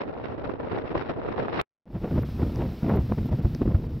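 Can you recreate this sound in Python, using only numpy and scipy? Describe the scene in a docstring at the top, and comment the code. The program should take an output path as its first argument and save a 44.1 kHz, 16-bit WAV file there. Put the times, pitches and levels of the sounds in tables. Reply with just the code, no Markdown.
"""Strong wind flutters on a microphone in open snow, in stereo: two ports, each with its own turbulence.
It stops with a click. After a short silence it rumbles and thumps on a single port, over the hiss of
drifting snow. Gusts set the level, passing eddies bunch the noise, and single hard eddies hit as
pressure pulses. A small metal part tinkles faintly, the treble dips briefly a few times, and two ticks
ring the housing like snow grains."""
import sys
import numpy as np
from scipy import signal
from scipy.io import wavfile
from scipy.ndimage import uniform_filter1d

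SR = 44100
rng = np.random.default_rng(int(sys.argv[2]) if len(sys.argv) > 2 else 0)


def to_wav(s):
    """Save 16-bit WAV."""
    ch = np.atleast_2d(s).T  # columns
    pcm = np.round(np.clip(ch, -1, 1) * 32767)  # PCM
    wavfile.write(sys.argv[1], SR, pcm.astype(np.int16))


N = 176400
T = np.arange(N) / SR
FLUTTER_END_S, RUMBLE_START_S = 1.615, 1.856


def from_db(db):
    """Decibels to gain."""
    return 10 ** (np.asarray(db) / 20)


def unit_rms(x):
    """Scale to rms 1."""
    return x / np.sqrt(np.mean(x ** 2) + 1e-20)


def curves(rows):
    """Each level column of a time table, at every sample."""
    times_s, *columns = np.transpose(rows)
    return [np.interp(T, times_s, column) for column in columns]


def relative_db(level_db, active):
    """A level curve relative to its mean power while active."""
    return level_db - 10 * np.log10(np.mean(from_db(level_db[active]) ** 2))


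def wander(rate_hz):
    """Smooth random motion, spread about 1, softly limited."""
    pole = np.exp(-2 * np.pi * rate_hz / (SR / 10))
    white = rng.standard_normal(N // 10 + 4002)
    slow = signal.lfilter([1], [1, -2 * pole, pole * pole], white)[4000:]
    slow = 2.5 * np.tanh(unit_rms(slow) / 2.5)
    return np.interp(np.arange(N) / 10, np.arange(len(slow)), slow)


def band(x, low_hz, high_hz, order=2):
    """Band-pass, gentle by default."""
    sos = signal.butter(order, [low_hz, min(high_hz, .45 * SR)], "band", fs=SR, output="sos")
    return signal.sosfilt(sos, x)


def noise_bands(spectrum):
    """Half-octave noise bands that follow a spectrum: yields (centre/Hz, signal)."""
    points_hz, points_db = np.transpose(spectrum)
    edges_hz = 22 * 2 ** np.arange(0, 9.6, .5)
    white = rng.standard_normal((2, N))
    for k, (low_hz, high_hz) in enumerate(zip(edges_hz, edges_hz[1:])):
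        hz = np.sqrt(low_hz * high_hz)
        if points_hz[0] < hz < points_hz[-1]:
            level_db = np.interp(np.log(hz), np.log(points_hz), points_db)
            yield hz, from_db(level_db) * band(white[k % 2], low_hz, high_hz, order=3)


def port_turbulence(spectrum, low_db, high_db, low_hz, high_hz, bass_hz,
                    churn_db, churn_hz, flutter_db, flutter_hz, patchy_db):
    """Wind on one port: gusts set low and high band levels; eddies bunch the energy above the bass."""
    eddy_life_s = 0.046
    eddies_db = churn_db * wander(churn_hz) + flutter_db * wander(flutter_hz)
    wind = 0
    for hz, noise in noise_bands(spectrum):
        height = np.clip(np.log(hz / low_hz) / np.log(high_hz / low_hz), 0, 1)
        gust = from_db(low_db + height * (high_db - low_db))
        shake = from_db(eddies_db * hz / (hz + bass_hz) + patchy_db * wander(25))
        # slower changes are left to the gusts
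        shake /= np.sqrt(uniform_filter1d(shake ** 2, int(eddy_life_s * SR)))
        wind = wind + noise * shake * gust
    return wind


def hard_eddies(rows, spray_hz=(544, 1450)):
    """Each eddy is one push and pull of pressure, with a spray of finer turbulence inside."""
    spray = unit_rms(band(band(rng.standard_normal(N), *spray_hz), 100, 2100))
    pressure = 0
    for at_s, level_db, half_width_ms, spray_db in rows:
        u = (T - at_s) / (half_width_ms / 1000)
        push_pull = -u * np.exp((1 - u * u) / 2)
        puff = from_db(spray_db) * spray * np.exp(-(u / 2.7) ** 2)
        pressure = pressure + from_db(level_db) * (push_pull + puff)
    return pressure


# Gusts, each level relative to its own mean: t/s, flutter level/dB, treble level/dB
FLUTTER_GUSTS = [(0.0, -30, -53), (0.026, -37, -51), (0.062, -40.5, -70.5), (0.08, -34, -58.5),
                 (0.11, -38, -65.5), (0.225, -41, -62), (0.254, -34, -52.5), (0.274, -43, -62.5),
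                 (0.298, -32, -58), (0.315, -37.5, -60), (0.365, -39, -67), (0.39, -38.5, -60),
                 (0.424, -38, -65), (0.442, -34.5, -54.5), (0.465, -33.5, -58), (0.54, -36, -64),
                 (0.57, -40.5, -68), (0.616, -35, -59.5), (0.688, -36.5, -61), (0.704, -41, -58),
                 (0.714, -33, -53), (0.788, -31.5, -54.5), (0.81, -40.5, -61.5), (0.848, -33.5, -63.5),
                 (0.872, -41, -54), (0.942, -32, -59.5), (0.956, -26.5, -50), (0.978, -34.5, -51),
                 (1.015, -33, -50), (1.035, -40, -58.5), (1.078, -37.5, -58.5), (1.094, -30.5, -47),
                 (1.118, -33, -57.5), (1.148, -43, -64), (1.165, -34, -65), (1.238, -38, -59),
                 (1.258, -33.5, -59.5), (1.322, -33, -53), (1.355, -37, -63), (1.376, -34, -57.5),
                 (1.392, -28.5, -48.5), (1.474, -36, -58.5), (1.604, -31, -40)]
# Turbulence spectrum: f/Hz, relative density/dB
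FLUTTER_SPECTRUM = [(15, -44), (25, -12.5), (100, -1), (195, -7), (330, 1), (450, -1), (740, -7),
                    (1210, -13), (2130, -20), (2860, -25.5), (5500, -44), (7150, -91.5)]
# Hard eddies: t/s, peak level/dB, half width/ms, relative spray level/dB
FLUTTER_EDDIES = [(.167, -27, 0.3, -16), (.2, -24.5, 0.33, -12), (.497, -37, 0.83, 8),
                  (.674, -22, 0.52, -17), (.732, -23.5, 0.7, -6), (.776, -21, 0.33, -10),
                  (.930, -25.5, 0.36, -17.5), (.9565, -12.5, 0.28, -14.5), (.971, -27.5, 1.84, -27.5),
                  (1.217, -23, 0.28, -2.5), (1.249, -31, 0.43, -2), (1.382, -21.5, 0.21, -14),
                  (1.484, -24.5, 0.22, -0.5), (1.593, -17, 0.21, -14)]


def fluttering_wind(level_db=-30.5, top_hz=5640):
    """Two ports in the same gusts, each with unrelated turbulence; the hardest flutter fizzes faintly."""
    active = T < FLUTTER_END_S
    body_db, treble_db = (relative_db(curve, active) for curve in curves(FLUTTER_GUSTS))
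    ports = np.array([
        port_turbulence(FLUTTER_SPECTRUM, body_db, treble_db, low_hz=510, high_hz=2230, bass_hz=153.7,
                        churn_db=5.2, churn_hz=38, flutter_db=4.0, flutter_hz=160, patchy_db=2.5)
        for _ in range(2)])
    ports = from_db(level_db) * ports / np.std(ports[:, active], axis=1, keepdims=True)
    ports += np.array([hard_eddies(FLUTTER_EDDIES) for _ in range(2)])
    dull = signal.sosfilt(signal.ellip(8, .5, 60, top_hz, fs=SR, output="sos"), ports)
    spatter = band(ports, 1500, 5000) * rng.standard_normal((2, N))
    fizz = from_db(-38.5) * band(spatter, 5470, 9500)
    fade = np.exp(-((T - FLUTTER_END_S) / 0.017) ** 2)
    tail = from_db(-23.5) * fade * band(dull, 40, 2820)
    return np.where(active, dull + fizz, tail)


def strike(at_s, level_db, decay_s):
    """Instant attack, exponential decay."""
    return from_db(level_db) * (T >= at_s) * np.exp(-np.abs(T - at_s) / decay_s)


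def click():
    """A sharp click as the scene changes, where the flutter stops."""
    return strike(FLUTTER_END_S, level_db=-22.5, decay_s=0.00027)


# Gusts, each level relative to its own mean: t/s, rumble level/dB, flutter level/dB
RUMBLE_GUSTS = [(1.86, -54, -56.5), (1.925, -40, -51.5), (1.96, -30.5, -38), (2.0, -40, -55.5),
                (2.04, -27.5, -35), (2.095, -42.5, -41.5), (2.12, -27.5, -34.5), (2.14, -24, -44),
                (2.18, -19, -28), (2.215, -28, -50), (2.23, -22.5, -36.5), (2.26, -32.5, -52),
                (2.37, -31.5, -51), (2.41, -24.5, -31), (2.45, -25.5, -38.5), (2.49, -27, -44),
                (2.54, -29, -47), (2.615, -25.5, -30), (2.68, -28, -43.5), (2.78, -39.5, -53),
                (2.82, -42, -48), (2.84, -28, -36.5), (2.9, -24, -28.5), (2.985, -23.5, -32),
                (3.02, -24.5, -47.5), (3.085, -34, -54), (3.12, -16.5, -31.5), (3.16, -36.5, -60.5),
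                (3.18, -26, -35), (3.21, -26, -47.5), (3.31, -29, -42), (3.33, -17.5, -30.5),
                (3.36, -28.5, -50.5), (3.4, -22.5, -41), (3.43, -31, -49.5), (3.455, -19, -30.5),
                (3.475, -23.5, -55), (3.52, -33.5, -51.5), (3.555, -25.5, -45.5), (3.585, -38.5, -56),
                (3.62, -23.5, -29), (3.64, -28, -46.5), (3.665, -12.5, -40.5), (3.71, -27.5, -39.5),
                (3.73, -29.5, -39.5), (3.755, -20.5, -41.5), (3.81, -30.5, -50.5), (3.84, -24.5, -43),
                (3.89, -32.5, -48.5), (3.99, -27.5, -53), (4.0, -50, -63.5)]
# Turbulence spectrum: f/Hz, relative density/dB
RUMBLE_SPECTRUM = [(15, -38), (25, -14), (65, -0.5), (152, -2.5), (233, -5.5), (440, -15.5), (821, -26.5),
                   (928, -31.5), (2090, -44.5), (3200, -49), (4160, -72), (7040, -120)]
# Hard eddies: t/s, peak level/dB, half width/ms, relative spray level/dB
RUMBLE_EDDIES = [(2.045, -19, 0.62, -14), (2.142, -17, 1.1, -29), (2.186, -14, 2.4, -28.5),
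                 (2.234, -28.5, 0.82, -5.5), (2.433, -14.5, 1.1, -24), (2.625, -21.5, 0.35, -20),
                 (2.833, -14.5, 1.23, -27), (2.902, -27, 0.47, -3), (2.972, -19.5, 0.53, -12.5),
                 (2.993, -18, 2.5, -33), (3.122, -24.5, 0.22, -4), (3.453, -12.5, 2.17, -31.5),
                 (3.618, -12.5, 0.63, -23.5), (3.621, -17.5, 0.86, -25.5), (3.657, -18, 0.7, -36),
                 (3.679, -13, 0.99, -28), (3.751, -10, 1.85, -27)]


def rumbling_wind(drive_db=-25.5, overload=0.2):
    """Heavy lumpy gusts on one port, which rounds off their peaks; hard eddies thump on top."""
    active = T > RUMBLE_START_S
    low_db, high_db = (relative_db(curve, active) for curve in curves(RUMBLE_GUSTS))
    wind = port_turbulence(RUMBLE_SPECTRUM, low_db, high_db, low_hz=116, high_hz=530, bass_hz=202,
                           churn_db=4.5, churn_hz=70, flutter_db=2.5, flutter_hz=87, patchy_db=0.5)
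    wind = from_db(drive_db) * wind / np.std(wind[active]) * active
    return overload * np.tanh(wind / overload) + hard_eddies(RUMBLE_EDDIES)


# Hiss envelope: t/s, level before gain/dB
HISS_ENVELOPE = [(1.856, -90), (1.92, -73.5), (2.02, -66), (2.2, -61.5), (2.55, -61), (2.95, -62),
                 (3.5, -63), (3.75, -66.5), (4, -67)]
# Hiss spectrum: f/Hz, relative density/dB
HISS_SPECTRUM = [(590, -6), (1000, -3), (1730, -9), (2150, -9), (2940, -11), (4600, -12.5), (6630, -26),
                 (9060, -33), (12300, -20), (15100, -23), (16000, -29)]


def snow_hiss(gain_db=7):
    """Blowing snow: a smooth hiss that fades in, then eases."""
    level_db, = curves(HISS_ENVELOPE)
    hiss = unit_rms(sum(noise for _, noise in noise_bands(HISS_SPECTRUM)))
    return hiss * from_db(gain_db + level_db) * (T > RUMBLE_START_S)


# Touches on the metal part: t/s, level/dB, top mode lift/dB
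METAL_TOUCHES = [(2.224, -58, -5), (2.891, -65, 7), (2.958, -57.5, -3), (3.258, -60, -2)]
# Its modes: f/Hz, relative level/dB, t60/s
METAL_MODES = [(9600, -18, .1), (12100, 5, 0.062), (14650, 0, .08)]


def metal_tinkle():
    """A small metal part rings thinly; its top mode varies from touch to touch."""
    top_hz = METAL_MODES[-1][0]
    rings = 0
    for hz, mode_db, t60_s in METAL_MODES:
        envelope = sum(strike(at_s, level_db + mode_db + lift_db * (hz == top_hz), t60_s / np.log(1000))
                       for at_s, level_db, lift_db in METAL_TOUCHES)
        rings = rings + envelope * np.sin(2 * np.pi * hz * T)
    return rings


# Treble dips: t/s, depth/dB
TREBLE_DIPS = [(2.238, 23), (2.986, 12), (3.306, 10), (3.412, 10), (3.882, 9.7)]


def dip_treble(x, above_hz=3100, half_width_s=0.0085):
    """The treble drops out for a few brief moments."""
    dip_db = sum(depth_db * np.exp(-((T - at_s) / half_width_s) ** 2) for at_s, depth_db in TREBLE_DIPS)
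    low = signal.sosfiltfilt(signal.butter(2, above_hz, fs=SR, output="sos"), x)
    return low + (x - low) * from_db(-dip_db)


# Taps on the housing: t/s, impulse level/dB
HOUSING_TAPS = [(2.559, -18), (3.549, -14)]
# Its resonances: f/Hz, bandwidth/Hz, gain/dB
HOUSING_MODES = [(1595, 1100, 2), (5200, 1400, 1.5), (8900, 9000, -19)]


def housing_ticks():
    """Dry ticks, like snow grains: impulses ring the housing's broad resonances."""
    taps = sum(from_db(level_db) * (np.arange(N) == int(at_s * SR)) for at_s, level_db in HOUSING_TAPS)
    taps += 1e-18  # keeps the filters from underflowing
    return sum(from_db(gain_db) * band(taps, max(hz - width_hz / 2, 100), hz + width_hz / 2)
               for hz, width_hz, gain_db in HOUSING_MODES)


def scene():
    """Stereo flutter, then mono rumble, hiss and small contacts, over a very faint noise floor."""
    floor = from_db(-100) * unit_rms(band(rng.standard_normal(N), 30, 600))
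    flutter = fluttering_wind() + click()
    rumble_and_hiss = dip_treble(rumbling_wind() + snow_hiss())
    return flutter + rumble_and_hiss + metal_tinkle() + housing_ticks() + floor


def record(dry):
    """Steep low-pass at 15.8 kHz."""
    return signal.sosfilt(signal.ellip(10, .2, 80, 15800, fs=SR, output="sos"), dry)


dry = scene()
out = record(dry)
to_wav(out)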